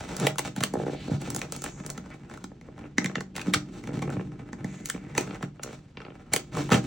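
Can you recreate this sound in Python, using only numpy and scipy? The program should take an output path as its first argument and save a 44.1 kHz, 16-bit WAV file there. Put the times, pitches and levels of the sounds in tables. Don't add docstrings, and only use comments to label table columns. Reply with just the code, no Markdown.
import sys
import numpy as np
from scipy import signal
from scipy.fft import rfft, irfft, next_fast_len
from scipy.io import wavfile

SR = 44100
rng = np.random.default_rng(int(sys.argv[2]) if len(sys.argv) > 2 else 0)


def dump(signal):
    limited = np.clip(np.atleast_2d(signal).T, -1, 1)
    pcm = np.round(limited * 32767).astype(np.int16)
    wavfile.write(sys.argv[1], SR, pcm)


N = 302557
TIME = np.arange(N) / SR
SIZE = next_fast_len(N + SR)
HZ = np.fft.rfftfreq(SIZE, 1 / SR)

# [t/s, crack level/dB, panel knock against crack/dB, edge tick against crack/dB,
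# top treble of the tick/dB, length/s, ring of the struck spot f/Hz]
SNAPS = [(0.267, -19, 0.5, -1.5, 6, 0.0037, 1980), (0.3822, -29.5, 1.5, 4, 4, 0.0048, 2640),
         (0.3906, -29, 2.5, 4.5, 6, 0.0036, 1930), (0.562, -38.5, 2.5, 1, 4, 0.0033, 1260),
         (0.604, -32, 1.5, -2, 2, 0.0097, 1420), (0.624, -27, -11, -7, 1, 0.015, 1290),
         (0.6345, -22, -9, 2, 7, 0.0043, 3160), (1.415, -29.5, -11, -5, -1, 0.003, 2520),
         (1.661, -33.5, -1, -10, -1, 0.00086, 1780), (1.975, -38.5, -1, -2.5, -3, 0.0068, 1380),
         (2.44, -41, 0.5, 0, -2, 0.0038, 1440), (2.9813, -17, -12, -8, -7, 0.0025, 2000),
         (3.043, -27.5, -6.5, -5.5, 0, 0.0028, 1950), (3.0588, -27, -8, -5, -8, 0.0016, 2000),
         (3.1537, -24, -10, -13.5, -14, 0.0029, 1900), (3.206, -35, 2, -4, -8, 0.004, 1770),
         (3.362, -34.5, -5, 1.5, 4, 0.004, 2370), (3.394, -36, -7, -12, 7, 0.0021, 2500),
         (3.4127, -34, -14, -3.5, 0, 0.0055, 2460), (3.5355, -17, -16, -3, 7.5, 0.0057, 1730),
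         (3.541, -18, -18, -3.5, -5, 0.0065, 1400), (4.017, -34.5, 6.5, -5.5, -3, 0.013, 2370),
         (4.529, -39.5, 0.5, -6, -8.5, 0.0027, 1890), (4.643, -37, 1, -7.5, -4, 0.0038, 1950),
         (4.857, -40, -16, 11.5, 3, 0.0015, 2030), (4.899, -27, -17, 3, 5.5, 0.0013, 1900),
         (5.177, -22, -1, 1, 1.5, 0.0047, 2130), (5.4259, -33.5, -0.5, -7, 3, 0.0027, 2000),
         (5.632, -37, -13.5, 7, 4.5, 0.0046, 1930), (6.3345, -31, -2.5, 9.5, 3, 0.0014, 2300),
         (6.3359, -24, -1, 7.5, 7.5, 0.0026, 2380), (6.361, -24.5, -2, 3, 8, 0.0033, 3020),
         (6.568, -37, 9, -1.5, 7, 0.0045, 1190), (6.689, -38.5, 7, -8, 12, 0.0065, 1380),
         (6.7145, -20.5, 0, -14, 6, 0.0091, 1340), (6.729, -25.5, 4, -9, -3, 0.0054, 2820),
         (6.741, -23.5, -4, -6.5, 7, 0.0058, 3080)]
# [f/Hz, side against mid level/dB, before any lift in room()]
SIDE_AGAINST_MID = [(150, -24), (300, -15), (650, -2.5), (1200, -9.5), (2400, -6), (5000, -5), (9000, -9)]


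def amp(db):
    return 10 ** (np.asarray(db) / 20)


def unit(x):
    return x / np.sqrt(np.mean(x ** 2) + 1e-20)


def read(points, hz):
    f, value = np.transpose(points)
    return np.interp(np.log(hz + 1), np.log(f + 1), value)


def add(mix, s, sound):
    part = mix[max(round(s * SR), 0):][:len(sound)]
    part += sound[:len(part)]


def shape(x, response):
    return irfft(rfft(x, SIZE) * response, SIZE)[..., :N]


def band(hz, lo_hz, hi_hz, order=8):
    return 1 / np.sqrt((1 + (lo_hz / (hz + 1)) ** order) * (1 + (hz / hi_hz) ** order))


def causal(gain):
    cepstrum = irfft(np.log(np.maximum(gain, 1e-5)))
    half = len(cepstrum) // 2
    cepstrum[1:half] *= 2
    cepstrum[half + 1:] = 0
    return np.exp(rfft(cepstrum))


def wander(rate_hz):
    return unit(shape(rng.standard_normal(N), band(HZ, rate_hz / 5, rate_hz)))


def panel(hz):
    # [f/Hz, width/Hz, level/dB]
    resonances = [(640, 7.7, 4.5), (750.4, 26, 3.5), (826, 93, 4.5), (1343, 320, 4), (1790, 460, 0),
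                  (2284, 46, 4.5), (2750, 29, 5.5), (2790, 140, 0), (5930, 590, 6), (7060, 1600, 4)]
    return amp(sum(db / (1 + (2 * (hz - f) / width) ** 2) for f, width, db in resonances))


def bending(hz, lag, knee_hz):
    return np.exp(-2j * np.pi * lag * knee_hz * np.log(1 + hz / knee_hz))


def strike(force, responses, levels_db, size=4096):
    spread = np.sqrt(.004 * SR / size)
    spectrum = rfft(force, size)
    return spread * sum(amp(db) * unit(irfft(spectrum * r)) for r, db in zip(responses, levels_db))


def stillness():
    # [f/Hz, relative level/dB]
    hush = [(15, -20.5), (35, -2.5), (135, -1), (270, -9.5), (1000, -33), (3000, -34), (7000, -42.5),
            (11000, -63)]
    mid, side = shape(rng.standard_normal((2, N)), amp(read(hush, HZ)))
    side = shape(side, amp(read(SIDE_AGAINST_MID, HZ)))
    return amp(-53.5) * unit(np.array([mid + side, mid - side]))


def friction(levels, grains_per_s, grain_db, smooth, clump_db, lowest_hz):
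    # [f/Hz, relative level/dB]
    rub_colour = [(40, 7.5), (95, 1.5), (140, 14.5), (225, 10), (310, 13), (480, 2.5), (1000, -4),
                  (1450, -6.5), (2050, -6), (2600, -8), (3800, -13), (5100, -20), (6200, -21.5),
                  (7900, -18.5), (9200, -21), (11500, -36.5), (15500, -24.5)]
    sizes = amp(grain_db * np.minimum(rng.exponential(1, N), 4)) * rng.choice([-1, 1], N)
    catches = unit(sizes * (rng.random(N) < grains_per_s / SR))
    sliding = smooth * rng.standard_normal(N)
    clumps = amp(clump_db * np.tanh(wander(rate_hz=18.8)))
    contact = catches + sliding
    forces = [np.sqrt(clumps) * contact, clumps * contact, clumps * (contact + sliding)]
    colour = amp(read(rub_colour, HZ)) * panel(HZ)
    bands = [band(HZ, lowest_hz, 410), band(HZ, 249.3, 3390), band(HZ, 2165, 17000)]
    chirp = bending(HZ, lag=0.00883, knee_hz=248.5)
    return sum(level * unit(shape(force, causal(colour * b) * chirp))
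               for level, force, b in zip(levels, forces, bands))


def rubbing():
    # [start t/s, length/s, rasp level/dB, hiss against rasp/dB]
    strokes = [(-0.04, 0.29, -42, -7), (0.377, 0.092, -43, -3.5), (0.69, 0.67, -48.5, -5.5),
               (1.203, 0.03, -43.5, -5), (1.326, 0.094, -42, -8), (1.485, 0.19, -47.5, -2.5),
               (1.732, 0.31, -49, -12), (2.083, 0.07, -53, -8.5), (2.196, 0.085, -48.5, -16),
               (2.298, 0.072, -46, -9), (2.634, 0.23, -54.5, -16), (3.342, 0.035, -42, -5),
               (3.446, 0.054, -43, -8), (3.679, .13, -48.5, -6.5), (3.842, 0.38, -47.5, -8.5),
               (4.283, 0.36, -54, -16.5), (4.625, 0.15, -51, -6), (4.845, 0.036, -58.5, 8),
               (4.947, 0.24, -51.5, -12.5), (5.246, 0.18, -47, -11), (5.611, 0.17, -50.5, -7),
               (5.937, 0.44, -55, -16.5), (6.555, 0.75, -54, 1)]
    # [t/s, rumble level/dB, lowered by 7 dB below]
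    grip = [(0.0, -58.5), (0.61, -54), (0.78, -34), (0.9, -40.5), (1.34, -38), (1.7, -52.5), (2.79, -46.5),
            (2.88, -49), (3.9, -36.5), (4.05, -26.5), (4.32, -40), (5.1, -42), (5.39, -51), (6.02, -63),
            (6.48, -43), (6.65, -34), (6.74, -43), (6.86, -31)]
    attack_s, release_s = 0.037, 0.034
    rasp, hiss = np.full(N, amp(-66)), np.full(N, amp(-76.5))
    for start, length, db, hiss_db in strokes:
        t = TIME - start
        speed = np.clip(t / attack_s, 0, 1) * np.exp(-np.clip((t - length) / release_s, 0, 20))
        rasp += amp(db) * speed
        hiss += amp(db + hiss_db) * speed
    rumble = amp(np.interp(TIME, *np.transpose(grip)) - 7) + amp(1) * rasp
    settle_rasp_db, settle_hiss_db, settle_db_per_s = -21.5, -29, 221.5
    settling = amp(-settle_db_per_s * TIME[:SR])
    for s, db, _, tick_db, *_ in SNAPS:
        add(rasp, s, amp(db + settle_rasp_db) * settling)
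        add(hiss, s, amp(db + tick_db + settle_hiss_db) * settling)
    return friction([rumble, rasp, hiss], grains_per_s=800, grain_db=5.5, smooth=0.58,
                    clump_db=6.0, lowest_hz=44.5)


def drags():
    # [start t/s, full pressure due t/s, let go t/s, rasp level/dB, rumble level/dB]
    pulls = [(0.147, 0.252, 0.32, -30, -33.5), (0.546, 0.637, 0.59, -28, -26),
             (1.098, 1.11, 1.19, -40.5, -35.5), (5.139, 5.181, 5.29, -36, -33),
             (6.316, 6.331, 6.39, -33.5, -33), (6.511, 6.59, 6.66, -31.5, -30),
             (6.707, 6.721, 6.8, -19, -24)]
    hiss_db = -7
    levels = np.zeros((3, N))
    for start, full_due, let_go, rasp_db, rumble_db in pulls:
        pressure = np.interp(TIME, [start, full_due, let_go], [0, 1, 0]) ** 1.08
        levels += amp([rumble_db, rasp_db, rasp_db + hiss_db])[:, None] * pressure
    return friction(levels, grains_per_s=1800, grain_db=1.0, smooth=0.29, clump_db=2.0, lowest_hz=87)


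def snaps(size=4096):
    # [f/Hz, relative level/dB]
    snap_colour = [(150, 14), (450, 6.5), (700, -1), (1100, 6.5), (1400, -0.5), (2100, 1.5), (2600, -3.5),
                   (3300, -2.5), (4800, 2.5), (6000, 3), (7500, 4), (9000, 3.5), (11000, 2), (13000, -12),
                   (15500, 2.5)]
    # [t/s, tick level/dB]
    taps = [(0.165, -31), (0.198, -30.5), (0.737, -38.5), (1.214, -39.5), (1.301, -30), (1.3457, -30),
            (1.361, -26.5), (1.39, -37), (1.522, -29), (1.5622, -35), (1.6184, -34), (1.639, -29),
            (1.862, -34), (1.901, -30.5), (4.8709, -41.5), (4.887, -38), (5.208, -35), (6.638, -48)]
    # [t/s, crack level/dB, ring of the spot f/Hz]
    nail_catches = [(0.356, -41.5, 1200), (2.297, -47, 1680), (2.337, -45, 1900), (2.3738, -44, 1300),
                    (2.611, -51, 2020), (2.7895, -52, 1730), (3.353, -42, 2400), (3.379, -34.5, 1900),
                    (3.404, -43, 1710), (3.8374, -43.5, 2000), (3.872, -40, 1480), (3.9914, -43, 2200),
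                    (4.1007, -38.5, 1490), (5.15, -36.5, 1820), (5.345, -45, 1900), (6.549, -37.5, 1240),
                    (6.702, -34.5, 1000)]
    lead = .012
    hz, t, out = np.fft.rfftfreq(size, 1 / SR), np.arange(size) / SR - lead, np.zeros(N)
    colour = amp(read(snap_colour, hz))
    bands = [band(hz, 300, 1050, order=12), band(hz, 1300, 4100, order=14), band(hz, 4300, 17000)]
    chirp = bending(hz, lag=0.00716, knee_hz=245.3)
    knock, crack, tick = (causal(colour * b) * chirp for b in bands)
    creep = amp(-37.0) * np.exp(-abs(t) / 0.0062)
    push = 3 * signal.unit_impulse(size, round((lead + 0.00057) * SR))
    # t/s, knock, crack, tick and top treble levels/dB, length/s, ring f/Hz
    edges = [(s, db + knock_db, db, db + tick_db, *rest) for s, db, knock_db, tick_db, *rest in SNAPS]
    tips = [(s, db - 7, db - 11.5, db, 4, 0.0034, 1330) for s, db in taps]
    nails = [(s, db - 1.5, db, db - 7, -2.5, 0.0029, ring_hz) for s, db, ring_hz in nail_catches]
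    for s, knock_db, crack_db, tick_db, top_db, length, ring_hz in edges + tips + nails:
        u = np.clip(t / max(length, 1e-3), 0, 20)
        breaking = u * np.exp(-(u / 0.61) ** 2)
        crackle = rng.standard_normal(size) * amp(8.8 * rng.standard_normal(size))
        fibres = crackle * (creep + breaking)
        spot = causal(amp(10.5 / (1 + ((hz - ring_hz) / 280) ** 2)))
        reach_hz = max(5400 + 337 * (tick_db - crack_db), 2620)
        spot *= causal(band(hz, 0, reach_hz, order=4))
        edge = causal(amp(top_db * band(hz, 8000, SR, order=24)))
        flexed = causal(panel(hz * rng.uniform(0.92, 1.05)))
        add(out, s - lead, strike(fibres, [crack * spot * flexed, tick * edge * flexed], [crack_db, tick_db]))
        add(out, s - lead, strike(fibres + push, [knock * flexed], [knock_db]))
    return out


def groans():
    # [start t/s, loudest t/s, end t/s, level/dB, starting rate f/Hz]
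    judders = [(0.186, 0.248, 0.27, -25.5, 300.8), (6.555, 6.587, 6.625, -28, 170)]
    bound_hz, sag_s, jitter = 139, 0.032, 0.036
    body_hz = 424
    out = np.zeros(N)
    for start, loudest, end, db, from_hz in judders:
        t = np.arange(start, end, 1 / SR)
        hz = bound_hz + (from_hz - bound_hz) * np.exp(-((t - start) / sag_s) ** 2)
        uneven = 1 + jitter * wander(rate_hz=bound_hz)[:len(t)]
        turns = np.cumsum(hz * uneven) / SR
        tone = np.zeros(len(t))
        for k in range(1, 10):
            level = band(k * hz, 0, body_hz, order=4) / np.sqrt(k)
            tone += level * np.sin(2 * np.pi * (k * turns + rng.random()))
        add(out, start, amp(db) * unit(tone) * np.interp(t, [start, loudest, end], [0, 1, 0]))
    return out


def thumps():
    # [t/s, peak of the swell/dB, nominal pitch f/Hz]
    pushes = [(0.578, -24, 207), (0.613, -22.5, 180), (1.1156, -16, 187), (1.134, -19, 168),
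              (1.982, -29, 209), (2.442, -29, 236), (2.9834, -14.5, 247), (3.051, -21.5, 201),
              (3.171, -24, 198), (3.482, -16.5, 214), (3.559, -26, 151), (4.087, -30, 180),
              (4.171, -25, 163), (4.531, -28, 227), (4.647, -21.5, 202), (4.95, -28, 216),
              (5.1823, -19, 305), (5.207, -25.5, 286), (5.435, -25.5, 185), (0.635, -28.5, 252),
              (6.72, -11.5, 199), (6.744, -11, 191)]
    out, t = np.zeros(N), np.arange(SR // 10) / SR
    for s, db, hz in pushes:
        turns = hz * 1.495 * t / (1 + t / 0.023)
        swell = t * hz / 0.66
        add(out, s, amp(db) * swell * np.exp(1 - swell) * np.sin(2 * np.pi * turns))
    return out


def jerks():
    # [start t/s, length/s, first knock level/dB, sharpness as crack against knock/dB]
    stutters = [(0.736, 0.036, -21, -14.5), (0.797, .025, -25.5, -15.5), (0.833, .027, -27.5, -17),
                (0.8636, .042, -24, -15), (0.93, 0.017, -28.5, -17.5), (1.0797, .025, -29, -27),
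                (1.1157, 0.034, -31, -30), (1.274, .01, -35.5, -7.5), (2.515, .01, -41.5, -12.5),
                (2.6845, .01, -41, -13), (2.839, 0.029, -39, -9), (3.096, .01, -33, -7.5),
                (3.179, .01, -30, -8.5), (3.8885, .04, -35, -9.5), (4.076, 0.035, -29, -10.5),
                (4.166, .01, -32.5, -8.5), (4.194, .025, -31, -9), (4.945, 0.035, -36, -7.5),
                (5.308, .01, -38.5, -0.5), (5.334, .045, -38.5, -8), (5.408, .01, -40, -7),
                (5.5938, .01, -40, -4.5), (5.643, 0.073, -37, -9), (5.9707, .01, -38, 0.5),
                (6.002, .025, -41.5, 0), (6.049, 0.02, -40, -2.5), (6.081, .01, -39, -9),
                (6.103, .025, -43, -6)]
    gap_s, jitter_s = .0155, 0.0008
    fade_db, scatter_db, sharpness_scatter_db = 6, -0.5, 1
    for start, length, strength_db, sharpness_db in stutters:
        for after in np.arange(0, length, gap_s):
            late, harder, sharper = rng.standard_normal(3) * (after > 0)
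            db = strength_db - fade_db * after / length + scatter_db * harder
            yield start + after + jitter_s * late, db, db + sharpness_db + sharpness_scatter_db * sharper


def slips(size=4096):
    hz, t, out = np.fft.rfftfreq(size, 1 / SR), np.arange(size) / SR, np.zeros(N)
    for s, knock_db, crack_db in jerks():
        jerk = signal.unit_impulse(size, round(0.00042 * SR))
        grit = rng.standard_normal(size) * np.exp(-t / 0.0024)
        stiffness = rng.uniform(0.862, 1.113)
        reach_hz = 5400 * 2 ** (np.clip(crack_db - knock_db, -18, 0) / 9.5)
        low = band(hz / stiffness, 220, 533, order=8)
        high = band(hz, 900, 2170, order=4) * band(hz, 690, reach_hz, order=20)
        chirp = bending(hz, lag=0.00855 / stiffness, knee_hz=231)
        knock, crack = (causal(b * panel(hz)) * chirp for b in (low, high))
        add(out, s, strike(jerk + 0.072 * grit, [knock], [knock_db]))
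        add(out, s, strike(jerk + 0.25 * grit, [crack], [crack_db]))
    return out


def swishes():
    # [start t/s, fastest t/s, end t/s, level/dB, from f/Hz, to f/Hz, width/Hz]
    skims = [(0.86, 0.994, 1.11, -53.5, 2240, 2870, 1300), (0.898, 1.02, 1.22, -57, 3940, 4470, 1100),
             (1.508, 1.595, 1.9, -54, 7140, 6640, 1500), (2.103, 2.117, 2.15, -49.5, 2030, 1650, 1220),
             (4.65, 4.722, 4.96, -58.5, 2090, 1800, 700), (4.65, 4.756, 4.85, -59.5, 6840, 7060, 1500),
             (4.956, 5.07, 5.26, -57.5, 1720, 2100, 900), (6.54, 6.56, 6.53, -32.5, 850, 990, 200)]
    out = np.zeros(N)
    for start, fastest, end, db, from_hz, to_hz, width_hz in skims:
        t = np.arange(start, end, 1 / SR)
        grains = rng.standard_normal(len(t)) * amp(5.8 * rng.standard_normal(len(t)))
        turn = np.exp(2j * np.pi * np.cumsum(np.linspace(from_hz, to_hz, len(t))) / SR)
        lowpass = signal.butter(2, width_hz / 2, fs=SR)
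        ring = (turn * signal.lfilter(*lowpass, grains / turn)).real
        speed = np.interp(t, [start, fastest, end], [0, 1, 0])
        add(out, start, amp(db) * unit(ring) * np.sqrt(speed))
    return out


def room(x, tail_db, early_db, boom_db):
    # [f/Hz, t60/s]
    room_t60 = [(150, 0.37), (500, 0.18), (2000, 0.16), (7000, 0.2), (12000, 0.043), (15500, 0.15)]
    # [f/Hz, level/dB before boom_db, t60/s]
    modes = [(122, -1, .55), (146, 2, .55), (190, 1.5, .5), (300, -1.5, .32), (369, -4.5, .25),
             (623, -2, .25), (779, -4.5, .25)]
    t = np.arange(SR * 3 // 4) / SR
    hz, at, z = signal.stft(rng.standard_normal((2, len(t))), SR, nperseg=256)
    decay = amp(-60 * at / read(room_t60, hz)[:, None])
    tails = signal.istft(z * decay, SR, nperseg=256)[1][:, :len(t)]
    tails *= np.clip((t - .003) / 0.0055, 0, 1)
    echoes = rng.choice([-1, 1], tails.shape) * (rng.random(tails.shape) < 6000 / SR)
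    early = echoes * np.exp(-t / 0.004) * (t > .002)
    mid, side = (amp(tail_db) * a / np.linalg.norm(a) + amp(early_db) * b / np.linalg.norm(b)
                 for a, b in zip(tails, early))
    boom = sum(amp(db - 60 * t / t60) * np.sin(2 * np.pi * f * t) * 2 * np.log(1000) / (t60 * SR)
               for f, db, t60 in modes)
    answer = rfft(mid, SIZE) * causal(band(HZ, 230, SR, order=4)) + amp(boom_db) * rfft(boom, SIZE)
    centre = x + shape(x, answer)
    width = shape(x, rfft(side, SIZE) * amp(read(SIDE_AGAINST_MID, HZ) + 5.0))
    return np.array([centre + width, centre - width])


def scene():
    blows = room(snaps() + slips() + thumps(), tail_db=-12.0, early_db=-11.5, boom_db=5.5)
    strokes = room(rubbing() + drags() + groans() + swishes(), tail_db=-9.0, early_db=-8.5, boom_db=4.5)
    return blows + strokes + stillness()


def record(dry):
    # [f/Hz, left leads by/rad]
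    port_phase = [(100, 0), (4000, .1), (4800, .9), (5400, -.3), (7000, -1.2), (9700, -2.6), (11000, -3.05),
                  (14000, -3.5), (16000, -4.4)]
    turn = np.exp(.5j * read(port_phase, HZ))
    ports = shape(dry, np.array([turn, 1 / turn])) * amp([[-.2], [.2]])
    lowpass = signal.firwin(255, 16300, window=("kaiser", 9), fs=SR)
    return signal.oaconvolve(ports, lowpass[None], "same")


dry = scene()
out = record(dry)
dump(out)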